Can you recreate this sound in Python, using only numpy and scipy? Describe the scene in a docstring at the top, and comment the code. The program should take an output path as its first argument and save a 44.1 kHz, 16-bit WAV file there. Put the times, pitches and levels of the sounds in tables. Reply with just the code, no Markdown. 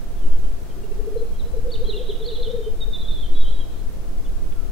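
"""Wind and far chirps come first, with a camera jolt; then a male black grouse rolls and bubbles at the left.
Two songbirds join at the right: one with steep down-strokes, one with falling and held whistles.
All birds are gliding sine notes that the shrubs smear into short clouds of echoes.
Shaped noise makes the wind and the faint hiss, slow pressure swings make the two jolts,
decaying sines make the snaps of dry stalks, and a wavering sine makes the low-level hum."""
import sys
import numpy as np
from scipy import signal
from scipy.fft import rfft, irfft, next_fast_len
from scipy.io import wavfile
from scipy.ndimage import map_coordinates

SR = 44100
rng = np.random.default_rng(int(sys.argv[2]) if len(sys.argv) > 2 else 0)


def to_wav(sig):
    """Store sig (one row per channel, or 1-D mono) as 16-bit WAV at the path in sys.argv[1].

    Samples outside -1..1 are clipped; the rate is SR.
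    """
    pcm = np.clip(np.atleast_2d(sig), -1, 1) * 32767
    pcm = np.round(pcm).astype(np.int16)
    wavfile.write(sys.argv[1], SR, pcm.T)  # frames by channels


N = 207925

# Note levels in dB are set before flutter, pan and echoes; pitches in Hz before the quaver.
# Grouse bubbles after the roll: start_s, length_s, middle_hz, glide_hz, peak_db
GROUSE_COOS = [(1.192, .057, 463.5, 27, -27), (1.533, 0.039, 509, 20, -32), (1.558, 0.043, 462, 60, -26.5),
               (1.645, .037, 508, 30, -28), (1.665, 0.054, 471.4, 75, -29),
               (1.719, 0.06, 453.5, -60, -34.5), (1.79, 0.061, 471, 55, -28.5), (1.84, 0.025, 426, -7, -31),
               (1.88, .025, 434, 15, -24.5), (1.924, 0.049, 426, 55, -28), (1.962, .032, 401, -10, -30),
               (1.985, 0.046, 493, -7, -28), (2.04, .06, 470, -20, -38), (2.085, 0.031, 437, 60, -23.5),
               (2.143, 0.039, 488, 41, -38.5), (2.192, 0.07, 438, -15, -29),
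               (2.253, 0.065, 476, -17, -26.5), (2.308, 0.045, 431, -15, -28.5),
               (2.371, 0.047, 478, 3, -33.5), (2.395, .039, 482, 107, -30), (2.455, .048, 450.5, 44, -27.5),
               (2.489, 0.033, 510.3, 3, -25.5), (2.525, .046, 473, -43, -24),
               (2.572, 0.038, 456, -42, -26.5), (2.599, 0.023, 479, -12, -26.5),
               (2.659, .037, 442.5, -1, -22.5), (2.705, 0.047, 461, 57, -35),
               (2.871, 0.029, 447, -59, -32.5)]
# Grouse opening roll: strong beats swell, climb and slow down, with a soft low bubble between beats
ROLL_START_S, FIRST_GAP_S, GAP_GROWTH_S = .764, .07, .004  # growth is per beat
ROLL_DB, SWELL_DB, ROLL_HZ, CLIMB_HZ = -37.5, 3.5, 402.7, 11.6  # first beat and its change per beat
BEAT_LENGTH_S, OFFBEAT_LENGTH_S = .027, .051
OFFBEAT_SHARE, OFFBEAT_DB, OFFBEAT_HZ = .43, -8, -38.5  # share of the gap, then level and pitch against the beat
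COO_RISE_HZ, COO_SCATTER_HZ = 15, 35  # glide over a roll or murmur note, and the spread of its chance part

# First songbird, steep down-strokes: start_s, length_s, top_hz, bottom_hz, peak_db, pickup_peak_db
DOWN_STROKES = [(1.391, 0.033, 4100, 3150, -47, -62), (1.704, .014, 3920, 2700, -45, -65),
                (1.729, 0.034, 4600, 2580, -33.5, -38), (1.887, .044, 4330, 2830, -33.5, -48),
                (1.961, .038, 4150, 2435, -36.5, -52), (2.088, 0.031, 4086, 2840, -33, -46),
                (2.219, .024, 3740, 2980, -42, -56), (2.269, .05, 4450, 2740, -35.5, -38),
                (2.347, 0.028, 4000, 2710, -36.5, -40), (2.424, 0.017, 4330, 3620, -36, -58),
                (2.443, 0.026, 3620, 2890, -39, -42)]
PICKUP_S, PICKUP_RISE_HZ = .014, 200  # the rising note ahead of a stroke
HEAD_SHARE, TAIL_DB = .66, -10.5  # loud first part of a stroke, then the tail against it
# First songbird, nearly level notes: start_s, length_s, middle_hz, peak_db
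WARBLE_NOTES = [(1.832, .022, 3970, -46), (1.846, .031, 3300, -43), (1.866, 0.028, 4050, -43),
                (1.93, 0.021, 2765, -41.5), (1.95, .016, 3530, -44), (1.984, 0.014, 3200, -42),
                (2.035, .014, 3330, -46), (2.062, 0.017, 3700, -42.5), (2.192, .03, 3885, -47),
                (2.24, 0.016, 4100, -37), (2.298, 0.013, 3790, -35), (2.322, 0.031, 4060, -35),
                (2.428, 0.0093, 3650, -37), (2.462, 0.019, 3000, -43.5), (2.475, .016, 3530, -48),
                (2.49, 0.037, 3660, -44), (2.55, 0.051, 3655, -49), (2.61, 0.085, 3600, -53),
                (2.625, 0.077, 3130, -52), (2.68, .05, 4980, -64)]

# Second songbird, falling whistles: start_s, length_s, start_hz, peak_db
FALLING_WHISTLES = [(2.805, .042, 3793, -34), (2.926, 0.042, 3680, -32.5), (2.935, 0.042, 4000, -45.5),
                    (2.994, 0.033, 3645, -37.5), (3.082, 0.044, 3682, -31), (3.142, .058, 3570, -40),
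                    (3.2, 0.044, 3610, -48), (3.222, 0.053, 3270, -43), (3.24, 0.025, 3600, -58),
                    (3.52, 0.027, 3430, -45), (3.59, 0.039, 3360, -45.5), (3.605, .045, 3220, -52)]
WHISTLE_FALL_HZ_PER_S = 4200
# Second songbird, held whistles: start_s, length_s, middle_hz, peak_db
HELD_WHISTLES = [(1.165, .045, 4110, -53), (1.335, .045, 3240, -56), (1.432, 0.033, 4015, -52),
                 (3.125, 0.023, 4080, -51.5), (3.495, .02, 4080, -51), (3.01, 0.022, 3900, -43.5),
                 (3.025, .045, 3420, -44), (3.34, 0.056, 3835, -46.5), (3.352, 0.046, 3410, -42),
                 (3.4, 0.035, 3790, -39.5), (3.405, 0.053, 3395, -47), (3.44, 0.07, 3133, -43.5),
                 (3.437, 0.029, 3800, -46), (3.48, .016, 3870, -48), (3.535, .054, 3810, -49.5)]

# Falling chirps of far birds: start_s, length_s, start_hz, peak_db
DISTANT_CHIRPS = [(.17, 0.13, 3460, -59.5), (.31, .028, 3180, -57), (.42, 0.052, 3290, -60),
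                  (.695, .022, 3210, -55), (.83, 0.016, 2810, -55), (.91, 0.022, 2760, -57.5),
                  (4.245, 0.023, 3570, -56), (4.26, .017, 3020, -58), (4.515, .019, 3450, -58)]
FAR_FALL_HZ_PER_S = 6000
# Low far calls: start_s, length_s, start_hz, end_hz, peak_db
DISTANT_LOW_CALLS = [(4.55, 0.098, 1358, 1294, -53), (4.665, .045, 1290, 1250, -57)]

# Dry stalks snapping: start_s, pitch_hz, level_db
STALK_SNAPS = [(2.517, 5570, -37), (3.845, 12000, -50), (3.928, 13500, -37), (4.525, 2600, -37)]

# Camera swinging on its mount: crest_s, level_db
CAMERA_JOLTS = [(.33, -5.3), (3.405, -4.8)]
# Pressure pulses within one jolt: from_crest_s, width_s, share (signed, no unit)
JOLT_PULSES = [(-.068, .022, -.7), (0, .026, 1), (.11, .06, -.35)]
# Colour of the brush on the camera body: pitch_hz, relative_level_db (per Hz)
BRUSH_COLOUR = [(60, -40), (120, -10), (270, 3), (400, -1.5), (700, -60), (2000, -120)]

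# Wind strength over time: time_s, level_db
WIND_STRENGTH = [(0, -23.5), (.38, -18.5), (.65, -25), (1.0, -21.5), (1.69, -19.5), (1.86, -16),
                 (1.98, -24.5), (3.19, -20), (3.36, -20), (3.53, -21.5), (4.28, -20), (4.71, -22.5)]
# Colour of the buffeting: pitch_hz, relative_level_db (per Hz)
WIND_COLOUR = [(1, -17), (3, 7), (16, 3.5), (30, 0), (45, -7.5), (62, -18), (110, -26.5), (220, -36.5),
               (400, -46.5), (1500, -110)]
# Tilt of the buffeting between the ports: pitch_hz, left_over_right_db
WIND_LEAN = [(5, 0), (11, -4), (18, 0), (35, 5), (70, 1)]
# Likeness of the two ports in wind before the lumps: pitch_hz, correlation (-1 to 1)
WIND_LIKENESS = [(4, 0.62), (13, 0.17), (32, -0.5), (80, -0.019)]
PORT_LIMIT = .63  # ceiling of the diaphragm swing, full scale = 1

# Colour of the distant rush and microphone hiss: pitch_hz, relative_level_db (per Hz)
AIR_COLOUR = [(35, -8), (60, 0.5), (163, -4), (248, -7.5), (413, -8.5), (628, -16), (705, -18.5),
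              (1550, -25), (1960, -28.5), (15500, -36.5)]
# Likeness of left and right in the air: pitch_hz, correlation (-1 to 1)
AIR_LIKENESS = [(80, -.3), (200, .1), (600, .3), (1500, .12), (6000, .02)]
AIR_LEVEL_DB = -39.5
# Centre of the wavering hum: pitch_hz, peak_db
HUM_TONE = (689, -56.5)

INPUT_OFFSET, BAND_LIMIT_HZ = -.01, 15780


def grouse():
    """The grouse's low gliding notes: an opening roll, loud bubbles and a soft murmur among them."""
    murmur = chatter(count=16, from_s=1.25, to_s=2.95, mean_s=.04, low_hz=430, high_hz=490, db=-41)
    coos = gliding([*roll(count=6), *murmur], COO_RISE_HZ, COO_SCATTER_HZ)
    coos += [(s, length, hz - glide / 2, hz + glide / 2, db) for s, length, hz, glide, db in GROUSE_COOS]
    return song(coos, pan_db=2.4, round_top=1.2, quaver_hz=9, flutter_db=1, rate=70,
                twig_db=-20, echo_db=-13, t60=.3, delay=.02)


def roll(count):
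    """Beats that swell, climb and slow down, with softer, lower offbeats inside the gaps."""
    k = np.arange(count)
    gap = FIRST_GAP_S + GAP_GROWTH_S * k
    start = ROLL_START_S + np.cumsum(gap) - gap
    hz, db = ROLL_HZ + CLIMB_HZ * k, ROLL_DB + SWELL_DB * k
    beats = [(s, BEAT_LENGTH_S, f, d) for s, f, d in zip(start, hz, db)]
    off_start = start + OFFBEAT_SHARE * gap
    offbeats = [(s, OFFBEAT_LENGTH_S, f, d)
                for s, f, d in zip(off_start, hz + OFFBEAT_HZ, db + OFFBEAT_DB)]
    return beats + offbeats[:-1]


def first_songbird():
    """Steep down-strokes and nearly level notes, with soft chance twitter among them."""
    twitter = chatter(count=20, from_s=1.88, to_s=2.56, mean_s=.0156, low_hz=2855, high_hz=3926, db=-49)
    notes = strokes() + gliding(WARBLE_NOTES, scatter_hz=60)
    notes += gliding(twitter, rise_hz=-150, scatter_hz=453)
    return song(notes, pan_db=-2.2, round_top=.6, quaver_hz=62, flutter_db=2.3, rate=260,
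                twig_db=-7, echo_db=-6.5, t60=.6, delay=.006)


def strokes():
    """A rising pick-up, then one straight fall in pitch: loud head, soft tail."""
    notes = []
    for s, length, top_hz, bottom_hz, db, pickup_db in DOWN_STROKES:
        head = HEAD_SHARE * length
        knee_hz = top_hz + HEAD_SHARE * (bottom_hz - top_hz)
        notes += [(s - PICKUP_S, PICKUP_S, top_hz - PICKUP_RISE_HZ, top_hz, pickup_db),
                  (s, head, top_hz, knee_hz, db),
                  (s + head, length - head, knee_hz, bottom_hz, db + TAIL_DB)]
    return notes


def second_songbird():
    """Whistles that sag at one speed and others nearly held, with soft chance notes among and after them."""
    above = chatter(count=14, from_s=2.96, to_s=3.28, mean_s=.0139, low_hz=3820, high_hz=4220,
                    db=-57, spread_db=2)
    late = chatter(count=12, from_s=3.45, to_s=3.82, mean_s=.019, low_hz=3220, high_hz=4200, db=-60)
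    notes = sagging([*FALLING_WHISTLES, *late], WHISTLE_FALL_HZ_PER_S)
    notes += gliding(above, rise_hz=-120, scatter_hz=200)
    notes += gliding(HELD_WHISTLES, rise_hz=-21, scatter_hz=25)
    return song(notes, pan_db=-2.6, round_top=.38, quaver_hz=25, flutter_db=1.2, rate=160,
                twig_db=-9, echo_db=-8, t60=.7, delay=.03)


def far_birds():
    """Faint falling chirps, chance peeps and two low calls near the centre."""
    peeps = chatter(count=10, from_s=.29, to_s=4.6, mean_s=.019, low_hz=2760, high_hz=3600, db=-63)
    notes = sagging([*DISTANT_CHIRPS, *peeps], FAR_FALL_HZ_PER_S) + DISTANT_LOW_CALLS
    return song(notes, pan_db=.5, round_top=.49, quaver_hz=35.2, flutter_db=1, rate=120,
                twig_db=-6, echo_db=-5.5, t60=.4, delay=.0085)


def song(notes, pan_db, round_top, quaver_hz, flutter_db, rate, twig_db, echo_db, t60, delay):
    """Gliding sines, unsteady in pitch and level; the shrubs return a new dying cloud of echoes for each note."""
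    out = np.zeros((2, N + 2 * SR))
    lag = np.arange(SR // 2) / SR
    quaver = quaver_hz * wobble(rate)
    flutter = amp(flutter_db * wobble(rate))
    for s, length, start_hz, end_hz, db in notes:
        at = round(s * SR)
        u = np.arange(int(length * SR)) / int(length * SR)
        hz = start_hz + (end_hz - start_hz) * u + quaver[at:][:len(u)]
        envelope = amp(db) * np.sin(np.pi * u) ** round_top * flutter[at:][:len(u)]
        note = envelope * np.sin(2 * np.pi * np.cumsum(hz) / SR + rng.uniform(0, 2 * np.pi))
        heard = signal.fftconvolve(note[None], shrubs(lag, twig_db, echo_db, t60, delay), axes=1)
        out[:, at:][:, :heard.shape[1]] += heard
    return out[:, :N] * amp([[pan_db / 2], [-pan_db / 2]])  # positive pan leans left


def shrubs(lag, twig_db, echo_db, t60, delay):
    """The direct note, a quick blur from near twigs and ground, and a later decaying cloud of echoes."""
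    build_up = 1 - np.exp(-(lag / delay) ** 2)
    echoes = rng.standard_normal((3, len(lag))) * amp(-60 * lag / t60) * build_up
    # part of the echoes reaches both ears alike
    echoes = (1.25 * echoes[:2] + echoes[2]) / np.linalg.norm(echoes[2])
    twigs = rng.standard_normal(len(lag)) * amp(-60 * lag / .055)
    cloud = amp(echo_db) * echoes + amp(twig_db) * twigs / np.linalg.norm(twigs)
    cloud[:, 0] = 1  # the direct sound
    return cloud


def gliding(rows, rise_hz=0, scatter_hz=0):
    """Notes given by their middle pitch, each gliding by a set rise plus a chance part."""
    rises = rise_hz + scatter_hz * rng.standard_normal(len(rows))
    return [(s, length, hz - rise / 2, hz + rise / 2, db)
            for (s, length, hz, db), rise in zip(rows, rises)]


def sagging(rows, hz_per_s):
    """Notes that fall at one speed from their start pitch."""
    return [(s, length, hz, hz - hz_per_s * length, db) for s, length, hz, db in rows]


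def chatter(count, from_s, to_s, mean_s, low_hz, high_hz, db, spread_db=3):
    """Soft notes spread loosely over a span, with chance length, pitch and level."""
    u = rng.random((count, 4))
    start = from_s + (to_s - from_s) * (np.arange(count) + u[:, 0]) / count
    length = mean_s * (.5 + u[:, 1])
    hz = low_hz + (high_hz - low_hz) * u[:, 2]
    return np.c_[start, length, hz, db + spread_db * (2 * u[:, 3] - 1)]


def stalks():
    """Dry stalks snap: tiny clicks, each a sine that dies within milliseconds."""
    out, t = np.zeros(N), np.arange(SR // 100) / SR
    for s, hz, db in STALK_SNAPS:
        decay = amp(db - 60 * t / .0038)
        out[round(s * SR):][:len(t)] += decay * np.sin(2 * np.pi * hz * t)
    return out


def camera():
    """Each jolt pulls back, pushes and sags: a slow pressure swing on both ports, led by a dull brush on the body."""
    t = np.arange(N) / SR

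    def bell(at, width):
        return np.exp(-((t - at) / width) ** 2 / 2)

    swing = sum(amp(db) * share * bell(s + at, width)
                for s, db in CAMERA_JOLTS for at, width, share in JOLT_PULSES)
    body = unit(filtered(rng.standard_normal(N), lambda hz: amp(along(BRUSH_COLOUR, hz))))
    return swing + amp(-42) * body * sum(bell(s - .07, .03) for s, _ in CAMERA_JOLTS)


def wind():
    """Wind buffets the two microphone ports: lumpy low noise, each port with its own colour."""
    s, db = np.transpose(WIND_STRENGTH)
    lumps = amp(2.5 * np.array([wobble(7.14), wobble(7)]))
    ports = filtered(rush(WIND_COLOUR, WIND_LIKENESS),
                     lambda hz: amp(np.outer([.5, -.5], along(WIND_LEAN, hz))))
    strength = amp(np.interp(np.arange(N) / SR, s, db))
    return strength * unit(lumps * ports)


def air():
    """Distant rush and hiss breathe a little; a faint hum wavers in level and pitch."""
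    hz, db = HUM_TONE
    hum_level = amp(db + 1.8 * wobble(10))
    hum = hum_level * np.sin(2 * np.pi * np.cumsum(hz + 2.24 * wobble(8)) / SR)
    return amp(AIR_LEVEL_DB + .082 * wobble(2.26)) * rush(AIR_COLOUR, AIR_LIKENESS) + hum


def rush(spectrum, alike):
    """Stereo noise of rms 1, mixed from mid and side so that its channels are partly alike."""
    def colour(hz):
        turn = np.arccos(np.clip(along(alike, hz), -1, 1)) / 2
        return amp(along(spectrum, hz)) * [np.cos(turn), np.sin(turn)]

    mid, side = filtered(rng.standard_normal((2, N)), colour)
    return unit(np.array([mid + side, mid - side]))


def filtered(x, response):
    """Sound shaped by a gain at each frequency."""
    m = next_fast_len(N + SR)
    return irfft(rfft(x, m) * response(np.fft.rfftfreq(m, 1 / SR)), m)[..., :N]


def wobble(rate):
    """A smooth random curve through chance points, rate points a second."""
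    return map_coordinates(rng.standard_normal(int(N * rate / SR) + 4), [np.arange(N) * rate / SR])


def along(points, hz):
    """Values of a frequency table, read on a log axis."""
    f, v = np.transpose(points)
    return np.interp(np.log(hz + .1), np.log(f + .1), v)  # .1 keeps 0 Hz finite


def amp(db):
    """Decibels to gain."""
    return 10 ** (np.asarray(db) / 20)


def unit(x):
    """Sound scaled to rms 1."""
    return x / np.sqrt(np.mean(x ** 2) + 1e-20)


def scene():
    """All sources at the two ports; the diaphragm's slow swing under wind and jolts levels off at its crests."""
    birds = grouse() + first_songbird() + second_songbird() + far_birds()
    push = wind() + camera()
    push = push / (1 + np.abs(push / PORT_LIMIT) ** 8) ** (1 / 8)
    return birds + push + air() + stalks()


def record(dry):
    """The input stage sits slightly off zero, and a steep filter stops all above the band limit."""
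    # mirrored ends let the sound run on past both edges of the filter
    x = np.pad(dry + INPUT_OFFSET, ((0, 0), (SR // 4, SR // 4)), "reflect")
    m = next_fast_len(x.shape[1])
    passed = np.fft.rfftfreq(m, 1 / SR) < BAND_LIMIT_HZ
    return irfft(rfft(x, m) * passed, m)[:, SR // 4:][:, :N]


dry = scene()
out = record(dry)
to_wav(out)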